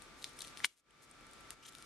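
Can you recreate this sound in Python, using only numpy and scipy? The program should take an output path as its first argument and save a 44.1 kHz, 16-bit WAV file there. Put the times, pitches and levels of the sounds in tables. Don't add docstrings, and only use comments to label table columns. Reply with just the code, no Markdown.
import sys
import numpy as np
from scipy import signal
from scipy.fft import rfft, irfft
from scipy.io import wavfile
from scipy.ndimage import uniform_filter1d

SR = 44100
rng = np.random.default_rng(int(sys.argv[2]) if len(sys.argv) > 2 else 0)


def to_wav(s):
    ch = np.atleast_2d(s).T
    pcm = np.round(np.clip(ch, -1, 1) * 32767)
    wavfile.write(sys.argv[1], SR, pcm.astype(np.int16))


N = 81585
TIME = np.arange(N) / SR

# frequency_hz, gain_db
AIR_SPECTRUM = [(18, -19), (35, 3), (70, -4.5), (115, -3.5), (150, -6), (180, -4.5), (290, -1.5),
                (700, -7.5), (1000, -8.5), (1400, -4.5), (1900, -7.5), (2350, -7), (2750, -11), (3500, -11),
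                (5500, -15), (9400, -21), (12300, -28.5), (14500, -55)]
# frequency_hz, correlation_magnitude
AIR_COHERENCE = [(60, 0.58), (290, .65), (640, 0.41), (1400, 0.35), (3100, 0.13), (12000, 0.12)]
# pitch_hz, linewidth_hz, start_level_db, end_level_db
FAN_TONES = [(1184, 2.5, -68.5, -73), (1335, 12, -75.5, -65), (2296, 70, -79, -72.5),
             (3545, 39.6, -83, -77.5), (887, 6, -77, -81), (148.3, 8, -79.5, -76.5)]
# time_s, gain_db
BACKGROUND_GAIN = [(0, 1.5), (.3, 1), (.645, 4), (.68, -14.5), (.745, -20.5), (.83, -23.5), (.9, -10),
                   (1.0, -5.5), (1.2, -0.5), (1.52, 2), (1.55, -4.5), (1.61, -3.5), (1.68, -2), (1.85, 0)]
# frequency_hz, t60_s
ROOM_DECAY = [(200, 0.3), (2000, 0.38), (6000, .3), (14000, 0.06)]
# frequency_hz, gain_db
ROOM_SPECTRUM = [(100, 2.5), (500, -1), (1500, -14.5), (3000, 0.5), (6000, 4), (12000, -2)]
# start_s, length_s, level_db
STROKES = [(-.01, 0.084, -70.5), (0.151, 0.19, -63.5), (0.342, 0.19, -61.5), (0.55, 0.15, -64.5),
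           (0.649, 0.021, -53), (0.648, 0.12, -74.5), (0.758, 0.058, -74.5), (1.013, 0.044, -65),
           (1.086, 0.032, -73), (1.287, 0.15, -77), (1.503, 0.045, -64.5), (1.62, 0.037, -67.5),
           (1.649, 0.031, -60), (1.674, 0.025, -55), (1.694, 0.2, -66.5)]
# frequency_hz, gain_db
FRICTION_SPECTRUM = [(100, -28), (700, -12.5), (1500, -4.5), (3600, -3.5), (6500, 1.5), (9800, -2.5),
                     (12000, -6), (14000, -27), (16000, -47.5)]
# start_s, length_s, pitch_hz, level_db
GLOVE_RUBS = [(1.623, 0.02, 3030, -59.5), (1.646, 0.02, 3120, -57), (1.673, 0.019, 2900, -57.5)]
# start_s, body_db, pitch_hz, treble_db
FOLDS = [(0.0213, -37.5, 3540, -32), (0.2229, -33, 3800, -42), (.2276, -33, 4050, -36),
         (0.2432, -15.5, 3900, -36), (0.2643, -37, 4250, -52), (0.2923, -49, 4100, -40),
         (0.3338, -57, 3900, -44), (.3708, -52, 3700, -41), (.3895, -31, 4900, -38),
         (0.3913, -53, 3810, -29), (.3926, -38, 3600, -30.5), (0.4062, -35, 4400, -29),
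         (0.4076, -24.5, 4030, -52), (0.4182, -26.5, 4400, -31), (0.4206, -21, 4370, -33),
         (0.4413, -33, 3320, -41), (.4483, -29, 3460, -40), (0.4733, -34.5, 4600, -33.5),
         (.4807, -33.5, 4620, -39), (0.5733, -25, 3400, -35.5), (0.5797, -37, 4940, -39),
         (0.586, -39, 2500, -38), (0.5945, -34, 3500, -36), (.603, -26, 1880, -39.5),
         (0.6543, -22, 5640, -16.5), (0.9075, -48, 2900, -50), (1.1127, -59, 3900, -37),
         (1.2094, -40.5, 2520, -46.5), (1.2678, -44.5, 4400, -42), (1.312, -57, 3100, -41.5),
         (1.334, -61, 4300, -36), (1.4079, -49, 2200, -40), (1.5059, -24.5, 5300, -28.5),
         (1.5198, -35, 1200, -50), (1.6657, -43, 4000, -37), (1.724, -48, 4000, -40.5),
         (1.7334, -41, 3520, -46), (1.7511, -30, 3700, -35), (1.7848, -36.5, 4640, -37),
         (1.8248, -33.5, 3700, -36)]
# frequency_hz, gain_db
FOLD_ROLLOFF = [(8000, 0), (11500, -1), (14000, -11), (16000, -30)]
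# frequency_hz, gain_db
EDGE_SPECTRUM = [(100, -37), (1500, -13.5), (4500, -12.5), (7000, -5.5), (9000, 1.5), (11000, -8),
                 (12500, -13.5), (14000, -17), (16000, -31)]
# start_s, body_db, treble_db, pitch_ratio
SNAP_FLIPS = [(.6456, -2.5, -15.5, 0.99), (.64718, -9.5, -35.5, 1), (.6503, -14.5, -31.5, 1.3)]
# frequency_hz, gain_db
SNAP_SPECTRUM = [(60, -32), (130, -19.5), (300, -22.5), (550, -17.5), (780, -20), (980, -6), (1500, -2),
                 (1850, -5.5), (2250, 4), (3000, -0.5), (4200, -7.5), (5600, -8.5), (7500, -13),
                 (11000, -31), (14000, -57)]
# frequency_hz, left_minus_right_db
HAND_BALANCE = [(200, 0), (700, -2), (1290, 2), (2300, 1), (3500, 8), (5500, -4.5), (9000, 8), (11000, 9),
                (13000, -0.5)]
# frequency_hz, gain_db
TREBLE_ROLLOFF = [(11500, 0), (13500, -0.5), (14600, -9.5), (16500, -17)]


def amp(db):
    return 10 ** (np.asarray(db) / 20)


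def unit_rms(x):
    return x / np.sqrt(np.mean(x ** 2) + 1e-20)


def curve_at(points, hz):
    knots_hz, values = np.transpose(points)
    return np.interp(np.log(hz + 1), np.log(knots_hz + 1), values)


def add(mix, start_s, sound):
    part = mix[max(round(start_s * SR), 0):][:len(sound)]
    part += sound[:len(part)]


def colour(x, spectrum):
    hz = np.fft.rfftfreq(len(x), 1 / SR)
    return irfft(rfft(x) * amp(curve_at(spectrum, hz)), len(x))


def minimum_phase(db_at, size=1024):
    hz = abs(np.fft.fftfreq(size, 1 / SR))
    log_gain = np.log(amp(db_at(hz)))
    return np.fft.ifft(np.exp(np.conj(signal.hilbert(log_gain)))).real


def decaying_noise(decay_s, size):
    noise = rng.standard_normal(size) * np.exp(-np.arange(size) / SR / decay_s)
    return noise / np.linalg.norm(noise)


def ventilation(air_db=-59.5):
    hz = np.fft.rfftfreq(N, 1 / SR)
    left, independent = rfft(rng.standard_normal((2, N)))
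    coherence = curve_at(AIR_COHERENCE, hz)
    right = coherence * left + np.sqrt(1 - coherence ** 2) * independent
    air = irfft(np.array([left, right]) * amp(curve_at(AIR_SPECTRUM, hz)), N)
    out = amp(air_db) * unit_rms(air)
    for pitch_hz, linewidth_hz, start_db, end_db in FAN_TONES:
        drift = np.cumsum(rng.standard_normal(N)) * np.sqrt(2 * np.pi * linewidth_hz / SR)
        tone = unit_rms(np.sin(2 * np.pi * pitch_hz * TIME + drift))
        out += amp(np.linspace(start_db, end_db, N)) * tone
    return out * amp([[0.6], [-0.6]])


def reverberation(direct):
    hz, time_s, noise = signal.stft(rng.standard_normal((2, SR // 2)), SR, nperseg=256)
    decay_db = 60 * time_s / curve_at(ROOM_DECAY, hz)[:, None]
    gain = amp(curve_at(ROOM_SPECTRUM, hz)[:, None] - decay_db)
    tail = signal.istft(noise * gain, SR, nperseg=256)[1]
    return signal.fftconvolve(direct, tail / np.linalg.norm(tail[0]), axes=1)[:, :N]


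def bed_echoes(direct, decay_s=0.0043):
    return np.array([signal.fftconvolve(side, decaying_noise(decay_s, 2000))[:N] for side in direct])


def finger_rustle(slips_per_s=11000, spread_db=4.5):
    slips = (rng.random(N) < slips_per_s / SR) * rng.choice([-1, 1], N)
    strength = amp(spread_db * np.minimum(rng.exponential(1, N), 4))
    envelope = sum(amp(level_db) * stroke(start_s, length_s) for start_s, length_s, level_db in STROKES)
    return envelope * unit_rms(colour(slips * strength, FRICTION_SPECTRUM))


def stroke(start_s, length_s):
    return np.sin(np.pi * np.clip((TIME - start_s) / length_s, 0, 1))


def glove_squeaks(rise=0.069, jitter_depth=0.1, shimmer_db=3.5, overtone_db=-3):
    out = np.zeros(N)
    for start_s, length_s, pitch_hz, level_db in GLOVE_RUBS:
        jitter, shimmer = unit_rms(uniform_filter1d(rng.standard_normal((2, N)), size=24))
        glide = np.clip((TIME - start_s) / length_s - 0.5, -0.5, 0.5)
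        hz = pitch_hz * (1 + rise * glide + jitter_depth * jitter)
        phase = 2 * np.pi * np.cumsum(hz) / SR
        tone = np.sin(phase) + amp(overtone_db) * np.sin(2 * phase)
        out += amp(level_db) * stroke(start_s, length_s) * unit_rms(amp(shimmer_db * shimmer) * tone)
    return out


def fold_flip(body, body_db, treble_db, trail_db, trail_decay_s=0.00097):
    edge = minimum_phase(lambda hz: curve_at(EDGE_SPECTRUM, hz))
    out = 0
    for response, level_db in ((body, body_db), (edge, treble_db)):
        impulses = amp(trail_db) * decaying_noise(trail_decay_s, 400)
        impulses[0] = 1
        click = np.convolve(response, impulses)
        out = out + amp(level_db) * click / np.linalg.norm(click)
    return out


def film_ticks(typical_db=-35, typical_width_octaves=0.89, skirt_db=-24.5):
    out = np.zeros(N)
    for start_s, body_db, pitch_hz, treble_db in FOLDS:
        width_octaves = typical_width_octaves * np.exp(0.09 * (treble_db - typical_db))
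        trail_db = 1.5 - 0.7 * (body_db - typical_db)

        def resonance_db(hz):
            detuning = np.log2((hz + 100) / pitch_hz) / width_octaves
            return skirt_db * np.log10(1 + detuning ** 2) + curve_at(FOLD_ROLLOFF, hz)

        add(out, start_s, fold_flip(minimum_phase(resonance_db), body_db, treble_db, trail_db))
    return out


def film_snap(peel_s=0.022, growth_s=0.0042, peel_db=-32.5):
    until_snap_s = SNAP_FLIPS[0][0] - TIME
    peeling = (until_snap_s > 0) & (until_snap_s < peel_s)
    crescendo = np.exp(-abs(until_snap_s) / growth_s) * peeling
    out = amp(peel_db) * crescendo * unit_rms(colour(rng.standard_normal(N), SNAP_SPECTRUM))
    for k, (start_s, body_db, treble_db, pitch_ratio) in enumerate(SNAP_FLIPS):
        ring = minimum_phase(lambda hz: curve_at(SNAP_SPECTRUM, hz / pitch_ratio))
        polarity = (-1) ** k
        add(out, start_s, polarity * fold_flip(ring, body_db, treble_db, trail_db=-13))
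    return out


def scene(echo_db=-7.5, reverb_db=-14):
    hands = film_snap() + film_ticks() + finger_rustle() + glove_squeaks()
    paths = [minimum_phase(lambda hz: side * curve_at(HAND_BALANCE, hz) / 2) for side in (1, -1)]
    direct = np.array([signal.fftconvolve(hands, path)[:N] for path in paths])
    echoes = amp(echo_db) * bed_echoes(direct)
    background = ventilation() + amp(reverb_db) * reverberation(direct)
    background_gain = amp(np.interp(TIME, *np.transpose(BACKGROUND_GAIN)))
    return direct + echoes + background_gain * background


def record(dry, cutoff_hz=16450):
    softened = np.array([colour(side, TREBLE_ROLLOFF) for side in dry])
    lowpass = signal.firwin(255, cutoff_hz, window=("kaiser", 9), fs=SR)
    return signal.oaconvolve(softened, lowpass[None], "same")


dry = scene()
out = record(dry)
to_wav(out)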